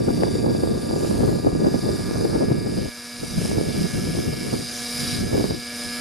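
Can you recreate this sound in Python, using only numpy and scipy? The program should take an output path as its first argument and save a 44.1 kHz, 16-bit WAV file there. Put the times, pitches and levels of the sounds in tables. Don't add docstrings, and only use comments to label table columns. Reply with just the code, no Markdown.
import sys
import numpy as np
from scipy import signal
from scipy.fft import rfft, irfft, next_fast_len
from scipy.io import wavfile
from scipy.ndimage import uniform_filter1d, map_coordinates

SR = 44100
rng = np.random.default_rng(int(sys.argv[2]) if len(sys.argv) > 2 else 0)


def wrap_up_sound(samples):
    columns = np.atleast_2d(samples).T
    tamed = np.clip(columns, -1, 1)
    steps = np.round(tamed * 32767).astype(np.int16)
    wavfile.write(sys.argv[1], SR, steps)


def volts(x):
    e = np.asarray(x, float) / 20
    return 10 ** e


N = 264851
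TIME = np.arange(N) / SR
GEAR_RATIO = 8.5


def unit(x):
    return x / np.sqrt(np.mean(x ** 2) + 1e-20)


def along(points, hz):
    f, v = np.transpose(points)
    return np.interp(np.log(hz + 1), np.log(f + 1), v)


def curves(rows):
    s, *cols = np.transpose(rows)
    return [np.interp(TIME, s, c) for c in cols]


def wobble(rate):
    knots = rng.standard_normal(int(N * rate / SR) + 4)
    return map_coordinates(knots, [TIME * rate], order=2)


def filtered(x, response):
    m = next_fast_len(N + 8192)
    spectrum = rfft(x, m) * response(np.fft.rfftfreq(m, 1 / SR))
    return irfft(spectrum, m)[..., :N]


# time in seconds, engine speed in turns per second.
ENGINE_SPEED = [(0, 234.3), (.25, 235.5), (.5, 236.2), (.75, 237), (1, 237.9), (1.25, 238.8), (1.6, 239.2),
                (2.2, 239.6), (2.7, 239.2), (3, 240), (3.8, 240.4), (4.3, 240.5), (4.5, 240.2),
                (4.9, 240.6), (5.25, 240), (5.6, 240.3), (6, 240.7)]
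# time in seconds, nearness to the grass from 0 (high) to 1 (low hover).
NEARNESS = [
    (0, 0),
    (1.5, 0.11),
    (2.2, 0.3),
    (3, 0.79),
    (4, 0.94),
    (6, 1),
]
# time in seconds, loudness in dB, # gear load in dB, throttle
# in dB.
CRAFT_LEVEL = [(0, -49, 5, -1), (.22, -44.5, 5.5, -2), (.42, -47, 5, -2), (1.02, -44.5, 1.5, -0.9),
               (1.55, -47.5, 1, 0.5), (1.87, -45, 5, 0), (2.07, -43.5, .3, 2), (2.55, -48, 2.5, 1.5),
               (3.47, -40.5, -2, -3), (3.64, -44, -1, -0.3), (3.9, -40, 0, -0.1), (4.17, -43.5, -3, .3),
               (4.45, -39, -3, -2.5), (4.66, -40.5, 1.5, -4), (5.12, -34.5, 2, -0.5),
               (5.27, -42, -1, -1.5), (5.55, -44, 4.5, -1), (5.95, -35.5, -5.5, 1)]


def helicopter():
    turn = 2 * np.pi * np.cumsum(curves(ENGINE_SPEED)[0]) / SR
    near = np.clip(curves(NEARNESS)[0], 0, 1)
    hiss_db, gear_db, throttle_db = curves(CRAFT_LEVEL)
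    engine_db = -47 + 0.54 * (hiss_db + 44.5) + 2 * near + throttle_db + 0.29 * wobble(9.9)
    whine_db = hiss_db + gear_db + 0.74 * wobble(10)
    rising_db = engine_db + wobble(7) - 8.5 + 11.5 * near
    hiss_db = hiss_db + 0.72 * wobble(11)

    drag = np.cos(turn / GEAR_RATIO + 1.25 + 0.3 * wobble(3))
    shake = backlash(drag, near)
    tones = exhaust(turn, near) + volts(engine_db + 1.0) * engine_orders(turn, near, drag)
    tones = tones + volts(whine_db - 1.15) * gear_whine(turn, near, shake)
    tones = tones + volts(rising_db) * rising_order(turn, shake)

    noise = volts(engine_db - 3.0) * (0.46 + 0.61 * near) * stutter(turn)
    noise = noise + volts(hiss_db + 2) * hiss(turn, near)
    return tones * volts([[-0.3], [0.3]]) + grass(noise, loss_db=-9, soft_hz=5030)


# time in seconds, level in dB.
EXHAUST_LEVEL = [
    (0, -36.5),
    (2.9, -45),
    (3.15, -40.5),
    (4.7, -37),
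    (5.1, -33),
    (5.3, -36),
    (5.6, -39),
    (5.9, -34.5),
    (6, -35.5),
]


def exhaust(turn, near):
    return volts(curves(EXHAUST_LEVEL)[0]) * lines(slice(0, 3), turn, near, 0.04 * wobble(30), sway_db=0.8)


def engine_orders(turn, near, drag):
    return lines(slice(3, 13), turn, near, 0.06 * drag + 0.02 * wobble(9), sway_db=1.2)


def backlash(drag, near):
    return (0.08 - 0.045 * near) * drag + (0.04 + 0.035 * near) * wobble(45) + 0.035 * wobble(170)


def gear_whine(turn, near, shake):
    depth = 0.38 - 0.1 * near + 0.08 * wobble(2.5)
    beat = 1 + depth * np.cos(turn / GEAR_RATIO + 1.25)
    return beat * volts(1.6 * wobble(120)) * lines(slice(13, None), turn, near, shake, sway_db=1.5)


def rising_order(turn, shake):
    return volts(3 * wobble(60)) * np.sin(21 * (turn + 0.5 * shake + 0.075 * wobble(60)))


TONE_MULTIPLES = [1, 2, 3, 4, 5, 6, 7, 8, 9, 81 / 8.5, 10, 11, 12, 15, 16, 17, 18, 20, 22, 23]
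# level in dB when high, level in dB when low.
TONE_LEVELS = [(-43, -36), (-54, -47), (-56, -49), (-59, -62), (-52, -56), (-65, -60), (-52, -46),
               (-66, -60), (-65, -51), (-62, -49), (-60, -56), (-67, -59), (-74, -65), (-60, -60),
               (-60, -52), (-67, -58), (-72, -62), (-46, -44), (-60, -57), (-63, -55)]


def lines(part, turn, near, wander, sway_db):
    total, power = 0, 0
    for k, (high_db, low_db) in zip(TONE_MULTIPLES[part], TONE_LEVELS[part]):
        size = volts(high_db + (low_db - high_db) * near)
        tone = np.sin(k * (turn + wander) + rng.uniform(0, 2 * np.pi))
        total = total + size * volts(sway_db * wobble(9)) * tone
        power = power + size ** 2 / 2
    return total / np.sqrt(power)


# multiple of engine speed, level in dB when low.
UNEVEN_FIRING = [(1.5, -14.5), (2.5, -8), (4.5, -17), (5.5, -7), (6.5, -7), (7.5, -7), (11.5, -9.5),
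                 (12.5, -14.5), (15.5, -13), (17.5, -26)]


def stutter(turn):
    total = 0
    for k, db in UNEVEN_FIRING:
        rate = 20 + 4 * k
        total = total + volts(db) * (wobble(rate) * np.sin(k * turn) + wobble(rate) * np.cos(k * turn))
    return total


# frequency in Hz, density in dB per Hz.
HISS_WHEN_HIGH = [(60, -29), (300, -9), (900, -3.5), (1700, 1), (2000, -4), (2400, -5.5), (3200, -11.5),
                  (3700, -8), (4450, -1.5), (5300, 4.5), (5700, -8.5), (9000, -10.5), (12600, -10.5),
                  (13800, -12.5)]
# frequency in Hz, density in dB per Hz.
HISS_WHEN_LOW = [(60, -4), (300, -5), (900, -12.5), (1700, -2.5), (2000, -6), (2300, 2.5), (2550, -8.5),
                 (3800, -5.5), (4400, -2), (5450, 5.5), (5750, -7), (9000, -10.5), (12600, -12),
                 (13800, -30)]
# frequency in Hz, left-right likeness from 0 to 1.
HISS_LIKENESS = [(300, 1), (2800, 0.95), (6000, 0.84), (11000, 0.91), (13000, 0.65)]
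# centre in Hz, width in Hz, lift in dB when high, lift
# in dB when low.
HISS_PEAKS = [(5890, 130, 9, 7), (6290, 180, 5, 6), (7030, 410, 7.5, 3.5), (7540, 250, 1.5, 0.5),
              (8530, 560, 5.5, 4.5), (9405, 660, 8.5, 8), (10020, 970, 5.5, 7.5), (11460, 350, 4.5, 3),
              (12700, 630, -3, 4)]
# centre in Hz, width in Hz, depth in dB.
CANOPY_DIP = (5225, 150, -9)


def hiss(turn, near):
    firing_db = 0.84 * np.sin(turn) + 2.9 * np.sin(2 * turn)
    blade_db = 1.6 * np.sin(4 * turn / GEAR_RATIO)
    puff = volts(firing_db + blade_db + 0.54 * wobble(600) + 0.88 * wobble(6.4))

    def coloured(points, lift_column):
        def response(hz):
            dip_hz, dip_width, dip_db = CANOPY_DIP
            db = along(points, hz) + dip_db / (1 + (2 * (hz - dip_hz) / dip_width) ** 4)
            for ring in HISS_PEAKS:
                db = db + ring[lift_column] / (1 + (2 * (hz - ring[0]) / ring[1]) ** 2)
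            twist = np.arccos(np.clip(along(HISS_LIKENESS, hz), -1, 1)) / 2
            return volts(db) * [np.cos(twist), np.sin(twist)]
        return unit(filtered(puff * rng.standard_normal((2, N)), response))

    high = coloured(HISS_WHEN_HIGH, 2)
    low = coloured(HISS_WHEN_LOW, 3)
    mid, side = np.sqrt(1 - near) * high + np.sqrt(near) * low
    return patchy(np.array([mid + side, mid - side]), depth_db=1.2)


def patchy(x, depth_db):
    z = signal.stft(x, nperseg=512)[2]
    field = rng.standard_normal(z.shape[1:])
    field = uniform_filter1d(field, size=7, axis=0)
    field = uniform_filter1d(field, size=22, axis=1)
    return signal.istft(z * volts(depth_db * unit(field)), nperseg=512)[1][:, :N]


# time in seconds, extra delay in milliseconds.
GROUND_DELAY = [
    (0, 0.38),
    (.7, 0.27),
    (1.5, 0.28),
    (2.2, 0.2),
    (3, 0.29),
    (6, 0.27),
]


def grass(x, loss_db, soft_hz):
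    late = np.arange(N) - curves(GROUND_DELAY)[0] * SR / 1000
    dull = filtered(x, lambda hz: 1 / (1 + (hz / soft_hz) ** 4))
    echo = np.array([map_coordinates(c, [late], order=3) for c in dull])
    return x + volts(loss_db) * echo


# frequency in Hz, density in dB per Hz.
BREEZE_COLOUR = [(20, -24), (60, 2), (130, 7), (200, -31), (400, -30)]


def wind():
    eddy = 1.35 * wobble(70) + 2.24 * np.array([wobble(60), wobble(60)])
    spike = 3.65 * wobble(170) + 2.76 * np.array([wobble(200), wobble(200)])

    def under(hz, edge_hz):
        return 1 / np.sqrt(1 + (hz / edge_hz) ** 8)

    def over(hz, edge_hz):
        return np.sqrt(1 - under(hz, edge_hz) ** 2)

    rumble = strength(3.5, 0.8, -0.48, 1.5)
    body = strength(5.5, 1.12, 0.53, 0.5)
    flutter = strength(-3.5, 1.07, 0.95, 0)
    layers = [(rumble, eddy, lambda hz: under(hz, 206.6)),
              (body, 0.79 * eddy + 0.6 * spike, lambda hz: over(hz, 210) * under(hz, 480)),
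              (flutter, 1.35 * eddy + spike, lambda hz: over(hz, 509))]
    breeze = volts(2 * wobble(10)) * rng.standard_normal((2, N))
    out = volts(-57) * unit(filtered(breeze, lambda hz: volts(along(BREEZE_COLOUR, hz))))
    for gain, lump_db, band in layers:
        out = out + ports(volts(lump_db + [[-0.3], [0.3]]), gain, band)
    return out


# time in seconds, strength in dB.
STEADY_FLOW = [(0, -28.5), (.3, -32), (.75, -29), (.82, -37.5), (1.22, -27), (1.36, -29.5), (1.42, -36),
               (2.89, -34), (2.905, -72), (3.12, -68), (3.4, -38), (4.6, -38.5), (4.66, -52), (4.94, -60),
               (5.0, -45.5), (5.56, -38), (5.66, -71), (6.01, -52)]
# peak time in seconds, strength in dB, half length in seconds,
# sharpness in dB.
GUST_EVENTS = [(0.115, -27.5, 0.027, 2.5), (0.231, -28, 0.035, 9), (0.502, -27, 0.053, 2),
               (0.915, -33, 0.11, 7), (1.052, -29, 0.03, 5), (1.471, -23.5, 0.038, 2.5),
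               (1.56, -27.5, 0.037, -7), (1.657, -24.5, 0.05, 4.5), (1.746, -23.5, 0.024, 1),
               (1.883, -25, 0.062, 0.3), (2.085, -30, .06, -8), (2.248, -24.5, 0.053, -0.5),
               (2.347, -23.5, 0.019, 0), (2.424, -23.5, 0.048, 3), (2.535, -27.5, .06, -2.5),
               (2.79, -29.5, .04, -5.5), (3.236, -30.5, 0.023, -2), (3.383, -32, 0.054, -15),
               (3.586, -26.5, 0.13, -1.5), (3.813, -25.5, .04, -8), (3.988, -30.5, .05, -10.5),
               (4.104, -24.5, 0.028, -9), (4.183, -27.5, 0.031, -3.5), (4.278, -26.5, 0.028, -5.5),
               (4.543, -28.5, 0.042, -1.5), (5.04, -38, 0.056, -10), (5.217, -27, 0.065, -10),
               (5.377, -24, 0.063, 1), (5.503, -27.5, 0.023, -2), (5.864, -48, 0.024, -14)]


def strength(offset_db, grows, sharp_share, flow_db):
    power = volts(grows * (curves(STEADY_FLOW)[0] + 31) + flow_db) ** 2
    for s, db, half_s, sharp_db in GUST_EVENTS:
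        fall_db = 10 * (np.abs(TIME - s) / half_s) ** 1.39
        power = power + volts(grows * (db + 29.5 - fall_db) + sharp_share * sharp_db) ** 2
    return volts(offset_db - 30.5) * np.sqrt(power)


# frequency in Hz, density in dB per Hz.
BUFFET_COLOUR = [(12, -49), (20, -22.5), (107, -5.5), (204, -3.5), (398, -1), (561, -4.5), (608, -5.5),
                 (700, -8.5), (1360, -23.5), (2500, -43.5), (3250, -57), (5500, -120)]
# frequency in Hz, in-phase part over anti-phase part in dB.
PORTS_SHARE = [(25, 6.5), (125, 1.5), (250, 0), (500, -6), (1000, -7)]


def ports(lumps, gain, band):
    left, right = gain * lumps * rng.standard_normal((2, N))

    def colour(hz):
        return band(hz) * volts(along(BUFFET_COLOUR, hz) + [along(PORTS_SHARE, hz), 0 * hz])

    mid, side = filtered(np.array([left + right, left - right]), colour)
    colour_power = np.mean(colour(np.arange(1, SR // 2)) ** 2)
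    scale = 2 * np.sqrt(np.mean(lumps ** 2) * colour_power)
    return np.array([mid + side, mid - side]) / scale


# time in seconds, peak in dB, left over right in dB,
# tick on the edge in dB.
EDDY_POPS = [(0.105, -21.5, -6, -24), (0.234, -16.5, 8, .3), (0.402, -30, 6, -14), (0.548, -20.5, -1, -14),
             (0.635, -20.5, -2, -12), (0.673, -24, -5, -15), (0.91, -24, -2, -10), (0.961, -24, -1.5, -16),
             (1.047, -20.5, -4, -14), (1.207, -22, 2, -17), (1.327, -28, -3, -17), (1.387, -28, 3, -15),
             (1.447, -22, 4, -15), (1.55, -25, -3, -22), (1.668, -13.5, 1, -24), (1.742, -18.5, -1, -19),
             (1.884, -28, 4, -12), (2.11, -24, -1, -15), (2.346, -25, 1.5, -20), (2.392, -34, 4, -9),
             (2.504, -25.5, 2.5, -11), (3.514, -22.5, -3, -9), (3.551, -33, 1.5, -14),
             (3.611, -19, .3, -20), (4.188, -29, -3, -9), (5.328, -30, 2, -9), (5.377, -25, 8, -16),
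             (5.406, -29, -0.3, -11), (5.441, -19, -1.5, -19), (5.508, -22, -2, -21)]


def pops():
    out = np.zeros((2, N + SR))
    t = np.arange(SR // 40) / SR
    for s, db, pan_db, tick_db in EDDY_POPS:
        size, skew = rng.standard_normal(2)
        pop_hz = 364 * (1 + 0.13 * size + 0.021 * (tick_db + 14.5))
        u = t * pop_hz
        shift = (0.99 + 0.058 * skew) * np.array([[1], [-1]])
        push = u * 11 * np.exp(-4.1 * u) * np.sin(2 * np.pi * u + shift)
        tick = 4200 * t * np.exp(-t / 0.00036) * np.sin(2 * np.pi * 1600 * t)
        level = volts(db + 13.0 + np.array([[pan_db], [-pan_db]]) / 2)
        start = round((s + 0.0007) * SR)
        out[:, start:start + len(t)] += level * (push + volts(tick_db - 15.5) * tick)
    return filtered(out[:, :N], lambda hz: 1j * hz / (150 + 1j * hz))


def scene():
    return helicopter() + wind() + pops()


def microphones(x):
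    def tilt(hz):
        tilt_db = along([(4000, -0.029), (8000, -0.23), (13000, 1.2)], hz)
        return volts(np.array([[1], [-1]]) * tilt_db) * hz ** 2 / (hz ** 2 + 30 ** 2)
    return filtered(x, tilt)


# start in seconds, end in seconds.
TOP_BAND_OPEN = [(3.17, 3.24), (3.33, 3.39), (3.83, 3.93), (3.96, 4.03), (4.05, 4.1), (4.13, 4.17),
                 (4.22, 4.41), (4.56, 4.6), (4.7, 4.74), (4.88, 5.23), (5.66, 5.76), (5.78, 5.9),
                 (5.92, 5.97)]
# start in seconds, end in seconds.
TOP_BAND_CUT = [
    (1.45, 1.61),
    (2.41, 2.48),
    (2.52, 2.57),
    (2.7, 2.74),
]


def treble_limit(x):
    hz, t, z = signal.stft(x, SR, nperseg=1024)

    def within(spans):
        return np.any([(t > a) & (t < b) for a, b in spans], axis=0)

    top_hz = np.where(within(TOP_BAND_OPEN), 13700, np.where(within(TOP_BAND_CUT), 12250, 12900))
    flicker = rng.random(len(t)) < np.where(top_hz > 13000, 0.3, 0.06)
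    top_hz = top_hz - 330 * flicker
    return signal.istft(z * (hz[:, None] < top_hz), SR, nperseg=1024)[1][:, :N]


def roll_off(x):
    return signal.sosfilt(signal.butter(12, 13690, fs=SR, output="sos"), x)


def record(dry):
    mix = treble_limit(microphones(dry))
    return roll_off(mix)


dry = scene()
out = record(dry)
wrap_up_sound(out)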